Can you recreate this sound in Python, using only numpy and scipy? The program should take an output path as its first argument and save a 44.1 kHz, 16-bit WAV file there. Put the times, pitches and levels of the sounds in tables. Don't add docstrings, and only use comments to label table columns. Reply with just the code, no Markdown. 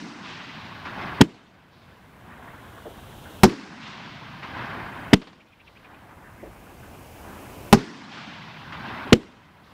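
import sys
import numpy as np
from scipy import signal
from scipy.fft import rfft, irfft, next_fast_len
from scipy.io import wavfile
from scipy.ndimage import uniform_filter1d, minimum_filter1d

SR = 44100
rng = np.random.default_rng(int(sys.argv[2]) if len(sys.argv) > 2 else 0)


def store_pcm(level_fs):
    pcm = np.round(np.clip(level_fs, -1, 1) * 32767).astype(np.int16)
    wavfile.write(sys.argv[1], SR, np.atleast_2d(pcm).T)


N = 429093
TIME = np.arange(N) / SR


def amp(db):
    return 10 ** (np.asarray(db) / 20)


def evened(x):
    return x / np.sqrt(np.mean(x ** 2) + 1e-20)


def read(points, hz):
    f, db = np.transpose(points)
    return np.interp(np.log(hz + 1), np.log(f), db)


def add(mix, s, sound):
    start = round(s * SR)
    sound = sound[max(-start, 0):]
    part = mix[max(start, 0):][:len(sound)]
    part += sound[:len(part)]


def coloured(points, count):
    hz = np.fft.rfftfreq(count, 1 / SR)
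    phases = np.exp(2j * np.pi * rng.random(len(hz)))
    return evened(irfft(amp(read(points, hz)) * phases, count))


def shaped(field, size):
    overlap = size - size // 4
    hz, t, z = signal.stft(rng.standard_normal(N), SR, nperseg=size, noverlap=overlap)
    z = z * field(hz[:, None], t) * np.sqrt(SR / 2000)
    return signal.istft(z, SR, nperseg=size, noverlap=overlap)[1][:N]


def hump(hz, centre_hz, octaves):
    return np.exp(-.5 * (np.log2((hz + 1) / centre_hz) / octaves) ** 2)


def bell_noise(centre_hz, octaves, count):
    bell = hump(np.fft.rfftfreq(count, 1 / SR), centre_hz, octaves)
    return irfft(rfft(rng.standard_normal(count)) * bell, count)


def band(centre_hz, octaves, count):
    return bell_noise(centre_hz, octaves, count) * np.sqrt(SR / 2000)


def patches(shape, size):
    window = np.outer(np.hanning(size[0]), np.hanning(size[1]))
    return evened(signal.fftconvolve(rng.standard_normal(shape), window, "same"))


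def blast(t, length):
    return (1 - t / length) * np.exp(-t / length)


def ring(t, modes, pitch):
    return sum(amp(db - 60 * t / t60) * np.sin(2 * np.pi * hz * pitch * t) for hz, db, t60 in modes)


def dying(t, db, t60, rise):
    return amp(db - 60 * np.maximum(t - rise, 0) / t60) * np.minimum(t / rise, 1) ** 2


# t/s, blast level/dB, echo level/dB, size as a factor on the boom's pitch
BURSTS = [(-0.142, -4, 0, 1.0), (3.434, -2, 0, 0.96), (7.7273, -3.5, -0.2, 1.02)]
# f/Hz, level/dB, t60/s
BOOM = [(126.5, 42, 0.1), (166, 46, 0.085), (207.7, 49.5, 0.085), (384, 44, 0.077), (787.6, 51, 0.037)]
# f/Hz, level/dB
BODY = [(25, -22), (70, -13.5), (140, -1.5), (240, 5.5), (420, 1), (600, -17.5), (1200, -26.5), (3000, -53)]
# f/Hz, level/dB
BURST_CRACK = [(200, -6), (900, 6.5), (1600, -1), (3000, -9), (5500, -5.5), (9000, -22), (16000, -33)]


def bursts(snap_db=30, snap_t60=0.033):
    out, t = np.zeros(N), np.arange(SR // 4) / SR
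    for s, db, _, pitch in BURSTS:
        shock = amp(53.5) * blast(t, length=0.00092)
        body = coloured(BODY, len(t)) * dying(t, db=38.5, t60=0.16, rise=.003)
        scatter = dying(t, db=33.5, t60=0.069, rise=0.01)
        snap = dying(t, snap_db, snap_t60, rise=.0005)
        crack = coloured(BURST_CRACK, len(t)) * (scatter + snap)
        add(out, s, amp(db) * (shock - ring(t, BOOM, pitch) + body + crack))
    return out


def spreading(delay, fade):
    first, db, spread_db, ground_db = fade
    travelled = np.maximum(delay, first)
    build_up = np.clip(delay / first, 0, 1) ** 2
    return build_up * amp(db - spread_db * np.log10(travelled) - ground_db * travelled)


# first return t/s, level/dB in a 1 kHz band at 1 s from
# spreading alone, spreading/dB per tenfold delay, ground loss/dB per s
BURST_FADE = (0.06, -17.5, 13, 5)
LAUNCH_FADE = (0.09, -42, 21.5, 5)
# delay t/s, level/dB in a 1 kHz band, t60/s, rise/s
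BURST_SLOPES = [(.02, 4, 0.24, 0.031), (.29, -13, 1.25, .14), (0.974, -19, 2.3, .025), (1.04, -16, 2.4, .1),
                (2.3, -26.5, 3.6, .14), (3.581, -34, 2.5, 0.28)]
LAUNCH_SLOPES = [(.012, -6.5, 0.15, .014), (.4, -37, 3.6, .2)]
# f/Hz, level/dB
BURST_COLOUR = [(25, -31), (60, -10), (120, 1.5), (290, 4.5), (470, -10.5), (750, 2.5), (1060, 2.5),
                (1300, 1.5), (1600, 2), (2800, -4), (5200, -10), (8000, -18.5), (15000, -37)]
LAUNCH_COLOUR = [(40, -24), (80, -5.5), (165, 16.5), (320, 4), (600, 3.5), (1100, 1.5), (1900, -1),
                 (2800, 0), (4600, -7), (8000, -15.5), (15000, -32.5)]


def echoes(shots, fade, slopes, colour, air_db=12, air_power=1.57, patchy_db=1.8, flicker_db=1.0):
    def field(hz, t):
        loss_db = air_db * (hz / 5000) ** air_power
        power = 0
        for s, _, echo_db, _ in shots:
            delay = np.maximum(t - s, 0)
            swells = sum(dying(np.maximum(delay - start, 0), db, t60, rise) ** 2
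                         for start, db, t60, rise in slopes)
            returned = spreading(delay, fade) ** 2 + swells
            power = power + returned * amp(echo_db - loss_db * delay) ** 2
        fine_db = patchy_db * patches(power.shape, size=(7, 13))
        broad_db = flicker_db * patches(power.shape, size=(61, 7))
        return np.sqrt(power) * amp(read(colour, hz) + fine_db + broad_db)
    return shaped(field, size=512)


def grainy(x, grain_db=0.54, ground_delay=0.001926, ground_share=0.11):
    x = x * amp(grain_db * patches((1, N), size=(1, 160))[0])
    return x + ground_share * np.interp(TIME - ground_delay, TIME, x)


# first return t/s, level/dB in a 1 kHz band at 1 s from
# spreading alone, spreading/dB per tenfold delay, ground loss/dB per s
ROLL_FADE = (0.17, -10.5, 21.5, 1.0)
ROLL_START_HZ, ROLL_END_HZ, ROLL_SINK_S = 277, 80, .7


def roll(octaves, near_db=16, near_t60=0.33, near_rise=.09):
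    def centre_hz(delay):
        sink = np.exp(-np.maximum(delay, 0) / ROLL_SINK_S)
        return ROLL_END_HZ + (ROLL_START_HZ - ROLL_END_HZ) * sink
    out = np.zeros(N)
    for s, _, echo_db, _ in BURSTS:
        noise = shaped(lambda hz, t: hump(hz, centre_hz(t - s), octaves), size=2048)
        delay = np.maximum(TIME - s, 0)
        near = dying(delay, near_db, near_t60, near_rise)
        out += noise * amp(echo_db) * np.hypot(spreading(delay, ROLL_FADE), near)
    return out


# delay t/s, level/dB in a 1 kHz band, centre f/Hz, width/octaves, t60/s, rise/s
BURST_SLAPS = [(0.052, -11.5, 4750, 0.31, 0.97, 0.0094), (.33, -13.5, 2590, 0.59, 1.9, 0.068),
               (.992, -13.5, 1300, 0.86, 0.17, 0.0048), (1.335, -13, 330, .4, .15, 0.0074),
               (2.992, -16, 398, 0.58, 0.25, .005), (3.38, -32, 1500, 0.21, 0.25, 0.02)]
LAUNCH_SLAPS = [(.1, -8, 246, .5, 0.64, .02), (.48, -39.5, 3747, 0.39, 1.3, 0.041),
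                (1.08, -30, 1750, 0.17, .4, .03), (1.26, -29.5, 1847, 0.19, 0.29, 0.013)]


def slaps_and_sizzle(shots, rows):
    out, t = np.zeros(N), np.arange(SR) / SR
    for delay, db, centre_hz, octaves, t60, rise in rows:
        for s, _, echo_db, _ in shots:
            add(out, s + delay, dying(t, db + echo_db, t60, rise) * band(centre_hz, octaves, len(t)))
    return out


# f/Hz, level/dB in a 1 kHz band
NIGHT = [(20, -37.5), (45, -28.5), (90, -31.5), (220, -33.5), (400, -35.5), (800, -37.5), (1500, -54),
         (2200, -53), (3000, -54.5), (4200, -56.5), (7000, -57), (15000, -57)]


def night(gust_db=3, gust_hz=90):
    def field(hz, t):
        gusts = patches((1, len(t)), size=(1, 25))
        return amp(read(NIGHT, hz) + gust_db * gusts / (1 + (hz / gust_hz) ** 2))
    return shaped(field, size=2048)


# t/s, blast level/dB, echo level/dB, size as a factor on the pitch of push and thump
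LAUNCHES = [(1.2069, 1.9, 2.5, 0.81), (5.1296, -1.2, 0.5, 0.91), (9.1231, 1, 0, 1.07)]
# f/Hz, level/dB, t60/s
THUMP = [(136, 20.2, 0.017), (212, 21.4, 0.1), (336.5, 26.1, 0.051), (448, 20.7, .06)]
# f/Hz, level/dB
LAUNCH_CRACK = [(300, 8.5), (1000, -1), (1550, -6), (2000, 5.5), (2400, 1), (3050, 4.5), (3900, -7.5),
                (5200, -6), (9000, -26), (16000, -39)]


def launches(tube_delay=.008, lowest_hz=80):
    out, t = np.zeros(N), np.arange(SR // 4) / SR
    for s, db, _, pitch in LAUNCHES:
        push = dying(t, db=21.5, t60=0.02, rise=.0015) * np.sin(2 * np.pi * 290 * pitch * t)
        body = coloured(BODY, len(t)) * dying(t, db=19, t60=.18, rise=0.0089)
        gas = coloured(LAUNCH_CRACK, len(t)) * dying(t, db=22.5, t60=0.03, rise=0.0094)
        add(out, s, amp(db) * (push + body + gas))
        add(out, s + tube_delay, amp(db + 4.5) * ring(t, THUMP, pitch))
    return signal.sosfilt(signal.butter(2, lowest_hz, "highpass", fs=SR, output="sos"), out)


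# t/s, level/dB, t60/s
PUFFS = [(1.341, -12, .15), (5.213, -1.5, 0.11), (5.268, -5.5, 0.12), (5.326, -12, 0.054),
         (9.228, -7, 0.044)]
# f/Hz, level/dB
PUFF_COLOUR = [(300, 10), (1100, 11), (2800, 3), (4400, 1.5), (6000, -15), (10000, -33), (14000, -38)]


def puffs():
    out, t = np.zeros(N), np.arange(SR // 4) / SR
    for s, db, t60 in PUFFS:
        add(out, s, coloured(PUFF_COLOUR, len(t)) * dying(t, db, t60, rise=0.0044))
    return out


# start t/s, end t/s, level/dB in a 1 kHz band, centre f/Hz
FUSES = [(1.9, 3.44, -45, 3140), (5.901, 7.727, -47, 2510)]


def fuses(octaves=0.28, fade=0.62):
    out = np.zeros(N)
    for start, end, db, centre_hz in FUSES:
        t = np.arange(0, end - start, 1 / SR)
        hiss = band(centre_hz, octaves, next_fast_len(len(t)))[:len(t)]
        add(out, start, amp(db) * np.minimum(t / fade, 1) * hiss)
    return out


# t/s of the middle, level/dB, glide/octaves per s
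WHIRRS = [(5.412, -18.5, 23.5), (5.476, -28, 0), (5.532, -21, -4.5), (5.608, -19.5, 17), (5.68, -19, -17),
          (5.77, -22, 12), (5.854, -22.5, -4), (5.95, -30, 2.5)]
WHIRR_HZ, WHIRR_S = 2454, .022


def whirr(tone_db=-2.5, rush_db=-6, rush_hz=2550, rush_octaves=0.35):
    out, t = np.zeros(N), np.arange(-SR // 16, SR // 16) / SR
    for s, db, glide in WHIRRS:
        wobble = 0.03 * patches((1, len(t)), size=(1, 90))[0]
        hz = WHIRR_HZ * 2 ** (glide * t + wobble)
        whistle = np.sin(2 * np.pi * np.cumsum(hz) / SR)
        rush = evened(bell_noise(rush_hz, rush_octaves, len(t)))
        swish = np.exp(-(2 * t / WHIRR_S) ** 2)
        add(out, s + t[0], amp(db) * swish * (amp(tone_db) * whistle + amp(rush_db) * rush))
    return out


def scene():
    burst_woods = echoes(BURSTS, BURST_FADE, BURST_SLOPES, BURST_COLOUR)
    launch_woods = echoes(LAUNCHES, LAUNCH_FADE, LAUNCH_SLOPES, LAUNCH_COLOUR)
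    woods = amp(-1.15) * grainy(burst_woods + launch_woods)
    followers = slaps_and_sizzle(BURSTS, BURST_SLAPS) + slaps_and_sizzle(LAUNCHES, LAUNCH_SLAPS)
    aftermath = woods + amp(-1.0) * roll(octaves=0.55) + followers
    return (bursts() + aftermath + night() + launches() + puffs() + fuses() + whirr())[None]


def power_db(x, size):
    return 10 * np.log10(abs(uniform_filter1d(x ** 2, size, origin=size // 2 - 1)) + 1e-12)


CEILING, EDGE_HZ = .87, 15700


def record(dry, threshold_db=-12, depth_db=44, start_db=39, recovery=1.549, attack=0.013, limit_db=-4):
    over_db = np.clip(power_db(dry[0], size=440) - threshold_db, 0, depth_db)
    over_db[0] = start_db
    fade = np.exp(-TIME / recovery)
    held_db = np.maximum.accumulate(over_db / fade) * fade
    ramp = np.clip(attack * SR - np.arange(SR // 20), 0, 1)
    duck_db = start_db + signal.oaconvolve(held_db - start_db, ramp / ramp.sum())[:N]
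    bass_cut = signal.butter(2, 30, "highpass", fs=SR, output="sos")
    driven = signal.sosfilt(bass_cut, dry[0]) * amp(-duck_db) / CEILING
    clipped = CEILING * driven / (1 + driven ** 4) ** .25
    clipped = signal.lfilter(*signal.butter(1, 7, "highpass", fs=SR), clipped)
    loud_db = 10 * np.log10(abs(uniform_filter1d(clipped ** 2, size=400)) + 1e-12)
    cut_db = minimum_filter1d(np.minimum(limit_db - loud_db, 0), size=700)
    limited = clipped * amp(uniform_filter1d(cut_db, size=300))
    band_limit = signal.firwin(511, EDGE_HZ, window=("kaiser", 9), fs=SR)
    return signal.oaconvolve(limited, band_limit, "same")[None]


dry = scene()
out = record(dry)
store_pcm(out)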